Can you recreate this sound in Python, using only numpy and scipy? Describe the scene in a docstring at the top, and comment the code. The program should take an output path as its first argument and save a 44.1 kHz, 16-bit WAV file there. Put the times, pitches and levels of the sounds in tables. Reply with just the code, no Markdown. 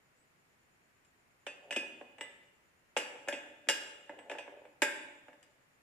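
"""Loosening a brush cutter's hub nut

A steel box spanner works the nut loose. Each impact sets spanner, nut, cup washer or blade ringing in its
natural modes and rattles the gear head and guard. The thread rubs by stick-slip friction, and the machine
rocks with low thumps. A hard tiled hall reverberates; a cricket chirps faintly over a steady hush."""
import sys
import numpy as np
from scipy import signal
from scipy.fft import rfft, irfft, next_fast_len
from scipy.io import wavfile

SR = 44100
rng = np.random.default_rng(int(sys.argv[2]) if len(sys.argv) > 2 else 0)


def transcribe(u):
    """Save the signal u as a 16-bit wav file named by the first command-line argument.

    u: samples, shape (n,) or (channels, n), limited to [-1, 1]; the rate is SR.
    q: integer samples, one column per channel.
    """
    v = np.clip(np.atleast_2d(u).T, -1, 1)
    q = np.round(v * 32767).astype(np.int16)
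    wavfile.write(sys.argv[1], SR, q)


N = 256662


def amp(db):
    """Amplitude ratio: tenfold for every 20 dB."""
    return 10 ** (np.asarray(db) / 20)


def unit(x):
    """Normalisation to an rms of 1."""
    return x / np.sqrt(np.mean(x ** 2) + 1e-20)


def along(points, hz):
    """Interpolation of (frequency_hz, value) points on a logarithmic frequency axis."""
    knots_hz, values = np.transpose(points)
    return np.interp(np.log(hz + 1), np.log(knots_hz + 1), values)


def coloured(x, colour_db):
    """Minimum-phase filtering: folding the cepstrum makes the gain curve colour_db(hz) causal."""
    size = 2 * next_fast_len(x.shape[-1] // 2 + 4096)
    gain = amp(colour_db(np.fft.rfftfreq(size, 1 / SR)))
    cepstrum = irfft(np.log(gain), size)
    cepstrum[..., 1:size // 2] *= 2
    cepstrum[..., size // 2 + 1:] = 0
    return irfft(rfft(x, size) * np.exp(rfft(cepstrum)), size)[..., :x.shape[-1]]


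def spread(pair, width):
    """Mid-side stereo: two unrelated signals share the power as the (frequency_hz, side_db) points say."""
    def share_db(hz):
        side_db = along(width, hz)
        return np.array([0 * hz, side_db]) - 10 * np.log10(1 + amp(side_db) ** 2)
    mid, side = coloured(pair, share_db)
    return np.array([mid + side, mid - side])


def band(x, lo_hz, hi_hz, order=4):
    """Causal band-pass filtering."""
    return signal.sosfilt(signal.butter(order, [lo_hz, hi_hz], "band", fs=SR, output="sos"), x)


def add(track, x, start_s):
    """Superposition: x is summed into the track from start_s on."""
    span = track[:, round(start_s * SR):][:, :x.shape[1]]
    span += x[:, :span.shape[1]]


# Spectral density of the hush: frequency_hz, relative_db
AIR_SPECTRUM = [(25, -9), (130, 3), (300, -1), (1000, -3), (2000, -1.5), (2700, -6.5), (3500, -14.5),
                (9000, -17.5), (15000, -23)]
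# Stereo width of the hush: frequency_hz, side_db
AIR_WIDTH = [(40, -8), (250, -5.5), (1200, 1.5), (8000, 0)]


def air(level_db=-70.5):
    """Stationary noise: the steady hush of the building, strongest in the bass."""
    hush = coloured(rng.standard_normal((2, N)), lambda hz: along(AIR_SPECTRUM, hz))
    return amp(level_db) * unit(spread(hush, AIR_WIDTH))


def cricket(chirps_per_s=8.8, first_s=.06, pitch_hz=7000, width_hz=260, left_db=-84, right_gain_db=-9):
    """Amplitude modulation: distant chirps, smeared by the walls into a narrow pulsing band of noise."""
    t = np.arange(N) / SR
    chirps = 0.29 + np.cos(np.pi * chirps_per_s * (t - first_s)) ** 2
    song = band(rng.standard_normal((2, N)), pitch_hz - width_hz / 2, pitch_hz + width_hz / 2, order=2)
    return amp([[left_db], [left_db + right_gain_db]]) * unit(song * chirps)


def tool_lifted(peak_s=0.21, width_s=0.036, pitch_hz=8030, left_db=-74, right_gain_db=-7):
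    """A single mode gives a pure tone: steel sings thinly for a moment as the tool is picked up."""
    t = np.arange(N) / SR
    swell = np.exp(-((t - peak_s) / width_s) ** 2)
    return amp([[left_db], [left_db + right_gain_db]]) * swell * np.sin(2 * np.pi * pitch_hz * t)


# Broad response of the gear head and guard: frequency_hz, gain_db
HEAD_COLOUR = [(105, -1.5), (205, -0.5), (265, 7), (390, 3.5), (660, 7), (940, 3.5), (1140, -7), (1620, 3),
               (2600, 0), (3250, -1.5), (3700, -5.5), (4800, -9.5), (6200, -8.5), (7600, -5), (11300, -12),
               (11850, -21), (13650, -19), (14600, -49.5)]
# Resonances that stand out of it: centre_hz, width_hz, peak_db
HEAD_RESONANCES = [(294, 44, 7.5), (399, 30, 4), (501, 24, 7), (574, 56, 11), (721, 52, 2), (872, 62, 8),
                   (1680, 160, 7), (2218, 60, 2), (2497, 62, 7), (2860, 220, 7), (5695, 95, 7),
                   (5945, 125, 7), (7175, 95, 6), (7430, 125, 6), (8190, 340, 4)]


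def head_db(hz):
    """Resonance: the gear head and guard favour the frequencies near their modes."""
    peaks_db = sum(peak_db / (1 + (2 * (hz - centre_hz) / width_hz) ** 2)
                   for centre_hz, width_hz, peak_db in HEAD_RESONANCES)
    return along(HEAD_COLOUR, hz) + peaks_db


def crowded_modes(depth_db=8.0, from_hz=4400):
    """Modal overlap: the head's countless high modes form one curve of narrow peaks and dips."""
    knots_hz = np.linspace(0, SR / 2, 400)
    gains_db = depth_db * np.clip(rng.standard_normal(len(knots_hz)), -2, 2) * (knots_hz > from_hz)
    return lambda hz: np.interp(hz, knots_hz, gains_db)


# Limits of a knock's five bands: edge_hz
BAND_EDGES = [200, 440, 1100, 2200, 3700, 15000]
# Each part's knock at hardness 0: thud_db, body_db, clank_db, clink_db, crack_db
KNOCK_BANDS = {"spanner": (-16.5, -2.5, -7, -1, -13.5), "nut": (-10.5, -1, -3, -1.5, -13.5),
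               "washer": (-7.5, -4, 1, -1.5, -7.5), "blade": (-11, -2.5, 0, -4, -7)}


def knock_levels(part, hardness, from_hz=800):
    """Contact time sets bandwidth: a harder, shorter contact puts more level into the treble bands."""
    centres_hz = np.sqrt(np.multiply(BAND_EDGES[:-1], BAND_EDGES[1:]))
    octaves_above = np.log2(np.maximum(centres_hz / from_hz, 1))
    return np.array(KNOCK_BANDS[part]) + hardness * octaves_above


# Stereo width of the direct sound: frequency_hz, side_db
NEAR_WIDTH = [(220, -12), (680, -16), (1400, -7.5), (2650, -8), (4450, -1), (7200, 1.5), (12500, 10.5)]


def rattle(levels_db, crowd_db, crack_t60_s=.022, crack_db=10, body_t60_s=0.15, shake_db=-22):
    """Impulsive excitation of loose fittings: a sharp crack, then the head's crowded, short modes."""
    t = np.arange(SR // 5) / SR
    decay = amp(crack_db - 60 * t / crack_t60_s) + amp(-60 * t / body_t60_s)
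    burst = spread(rng.standard_normal((2, len(t))) * decay, NEAR_WIDTH)
    burst = coloured(burst, lambda hz: head_db(hz) + crowd_db(hz))
    chatter = sum(amp(level_db) * unit(band(burst, lo_hz, hi_hz))
                  for level_db, lo_hz, hi_hz in zip(levels_db, BAND_EDGES, BAND_EDGES[1:]))
    shake = amp(levels_db[0] + shake_db) * unit(band(burst, 35, 260, order=2))  # the whole machine jolts
    return chatter + shake


# Natural modes of each steel part: pitch_hz, relative_db, t60_s
SPANNER_MODES = [(1738, -9, .24), (2502, 1, .25), (2693, -4, .25), (2757, -8, .3), (3480, -16, .28),
                 (4631, -20, .33), (5169, -24, .33), (5928, -20, .24), (5997, -24, .3), (7191, -20, .14),
                 (8070, -21, .28), (8356, -23, .24), (9328, -30, .28)]
NUT_MODES = [(500, -8, .24), (1738, -5, .26), (2007, -2, .32), (2499, -6, .29), (2876, -1, .23),
             (3565, -18, .7), (8015, -5, .21), (9395, -20, .22)]
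WASHER_MODES = [(1621, 0, .36), (1948, -6, .23), (2694, -4, .4), (2841, 2, .38), (2935, -3, .3),
                (3003, -3, .25), (3297, -5, .25), (3565, -20, .7), (3979, -13, .23), (4112, -10, .3),
                (4625, -8, .36), (5165, -6, .35), (5692, -7, .27), (5924, -10, .31), (6757, -8, .22),
                (7454, -6, .29), (8146, -13, .21)]
BLADE_MODES = [(500, -7, .24), (572, 0, .34), (1569, -3, .41), (1623, -1, .39), (2187, -12, .34),
               (2483, -1, .31), (2671, -10, .36), (3565, -17.5, 1.3), (4629, -17, .34), (5172, -13, .23),
               (5716, -18, .26), (7166, -9, .21), (8146, -17, .24)]
# The parts that can be struck: part, modes
PARTS = {"spanner": SPANNER_MODES, "nut": NUT_MODES, "washer": WASHER_MODES, "blade": BLADE_MODES}


def ring(part, scatter_db=1.5, rise_s=0.00013):
    """Free vibration: a steel part rings as damped sinusoids, weighted anew by each strike point."""
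    t = np.arange(SR) / SR
    tone = np.zeros((2, SR))
    for pitch_hz, relative_db, t60_s in PARTS[part]:
        # short waves reach left and right out of step
        skew = np.arctan(amp(along(NEAR_WIDTH, pitch_hz))) * np.array([[1], [-1]])
        decay = amp(relative_db + rng.normal(0, scatter_db) - 60 * t / t60_s)
        tone += decay * np.sin(2 * np.pi * (pitch_hz * t + rng.random()) + skew)
    return tone * (1 - np.exp(-t / rise_s))


# Reverberation time of the hall: frequency_hz, t60_s
HALL_DECAY = [(125, 1.13), (310, 0.94), (610, 1.07), (1650, 0.79), (2850, 0.9648), (4600, 0.65),
              (8100, 0.73), (12500, .46)]
# Strength of the reverberation: frequency_hz, gain_db
HALL_GAIN = [(170, -2), (540, -6.5), (1500, -2.5), (2750, -5.5), (5200, -5.5), (11000, -8.5)]
# Stereo width of the reverberation: frequency_hz, side_db
HALL_WIDTH = [(150, -6), (300, -11.5), (650, -5), (1400, 1), (3000, -1.5), (8000, 0)]


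def hall(x, build_s=0.0033):
    """Diffuse reverberation of x's first channel: hard walls absorb little, and the treble dies first."""
    hz, t, noise = signal.stft(rng.standard_normal((2, SR + SR // 2)), SR, nperseg=256)
    t60_s = along(HALL_DECAY, hz)[:, None]
    # the root keeps the tail's energy independent of its decay time
    gain = amp(along(HALL_GAIN, hz))[:, None] * np.sqrt(2 * np.log(1000) / (t60_s * SR))
    envelope = amp(-60 * t / t60_s) * (1 - np.exp(-t / build_s))
    tail = signal.istft(noise * gain * envelope, SR, nperseg=256)[1]
    return signal.fftconvolve(x[:1], spread(tail, HALL_WIDTH), axes=1)


# Steel-on-steel contacts: start_s, part, strength_db, hardness_db_per_octave
BLOWS = [ (1.048, "nut", -106, 10.5), (1.466, "spanner", -53, -0.7), (1.7079, "spanner", -54.5, .7),
         (1.725, "nut", -59.5, 2.5), (1.7618, "spanner", -51.5, 1.86), (1.828, "spanner", -60.5, -11.5),
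         (2.011, "nut", -58.5, -8.5), (2.1829, "nut", -67, -1.5), (2.2093, "nut", -58, 1.5),
         (2.965, "spanner", -41.5, -2.6), (2.971, "washer", -54.5, 3.5), (3.154, "spanner", -61.5, -15),
         (3.2751, "nut", -54, -6.5), (3.2846, "blade", -48.5, -0.6), (3.3253, "spanner", -51, -1.1),
         (3.34, "nut", -60.5, -0.5), (3.67, "blade", -69.5, -3.5), (3.6869, "washer", -47.5, 4),
         (3.697, "blade", -49, 2), (4.0939, "blade", -54.5, -7), (4.1886, "nut", -64, -2),
         (4.2971, "spanner", -53, -2.5), (4.3136, "blade", -54, -3), (4.3497, "blade", -58.5, -9),
         (4.3845, "spanner", -54, -1.96), (4.477, "blade", -60.5, -8.5), (4.6518, "nut", -67, -6),
         (4.8195, "blade", -40, 0.35), (4.830, "blade", -51.5, 1.9), (5.2825, "blade", -64, -6.5),
         (5.3288, "blade", -72, -3.5), (5.428, "washer", -87, 5), ]
# How strongly each part rings, relative to the blow: part, gain_db
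RING_GAIN = {"spanner": 14, "nut": 10.5, "washer": 4, "blade": 4}
# Balance of the direct sound: frequency_hz, left_minus_right_db
BALANCE = [(2550, -1), (3850, -1.5), (5250, 9.5), (7300, 9), (9400, -4.5), (13500, -5.5)]


def impacts(ring_db_per_hardness=3.2, full_ring_hardness=1.1, ring_to_hall_db=-2.5):
    """Impact excitation: each contact rattles the head, rings one part and sets the hall reverberating."""
    direct, reverberation = np.zeros((2, 2, N))
    crowd_db = crowded_modes()
    for start_s, part, strength_db, hardness in BLOWS:
        knock = amp(strength_db) * rattle(knock_levels(part, hardness), crowd_db)
        # a soft contact damps the part, so it rings more quietly
        ring_db = RING_GAIN[part] + ring_db_per_hardness * min(hardness, full_ring_hardness)
        tone = amp(strength_db + ring_db) * ring(part)
        add(direct, knock, start_s)
        add(direct, tone, start_s)
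        radiated = amp(ring_to_hall_db) * tone
        add(radiated, knock, 0)
        add(reverberation, hall(radiated), start_s)
    return coloured(direct, lambda hz: along(BALANCE, hz) * np.array([[.5], [-.5]])) + reverberation


# Turns of the nut on its thread: start_s, hold_s, level_db
TURNS = [(1.653, .1, -59.5), (4.122, 0.07, -57), (4.268, 0.074, -57.5), (4.526, 0.071, -55.5)]


def thread(slips_per_s=260, lo_hz=360, hi_hz=760, rise_db_per_s=387.5, fall_db_per_s=191.5):
    """Stick-slip friction: each slip is a tiny dull knock in the head; a turn swells, holds and fades."""
    t = np.arange(N) / SR
    slips = (rng.random(N) < slips_per_s / SR) * (rng.random(N) - .5)
    envelope = np.zeros((1, N))
    for start_s, hold_s, level_db in TURNS:
        before_s = np.maximum(start_s - t, 0)
        after_s = np.maximum(t - start_s - hold_s, 0)
        envelope += amp(level_db - rise_db_per_s * before_s - fall_db_per_s * after_s)
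    rub = envelope * unit(band(coloured(slips, head_db), lo_hz, hi_hz, order=2))
    return rub + hall(rub)[:, :N]


# The machine rocking on its guard: start_s, level_db
THUMPS = [(1.7637, -51.5), (3.3261, -58.5), (3.672, -60.5), (4.82, -51)]


def rocking(t60_s=0.088, lo_hz=220, hi_hz=440):
    """Heavily damped vibration: pushed by the spanner, the machine settles on its guard with a thump."""
    t = np.arange(SR // 5) / SR
    thumps = np.zeros((1, N))
    for start_s, level_db in THUMPS:
        push = rng.standard_normal((1, len(t))) * amp(-60 * t / t60_s)
        thump = band(coloured(push, head_db), lo_hz, hi_hz)
        add(thumps, amp(level_db) * unit(thump), start_s)
    return thumps + hall(thumps)[:, :N]


def scene():
    """Superposition: the work on the hub adds to the quiet of the hall."""
    return impacts() + rocking() + thread() + tool_lifted() + cricket() + air()


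def record(dry, top_hz=15300):
    """Band limiting: an ideal low-pass removes everything above top_hz."""
    size = next_fast_len(N + SR // 2)
    passband = np.fft.rfftfreq(size, 1 / SR) < top_hz
    return irfft(rfft(dry, size) * passband, size)[:, :N]


dry = scene()
out = record(dry)
transcribe(out)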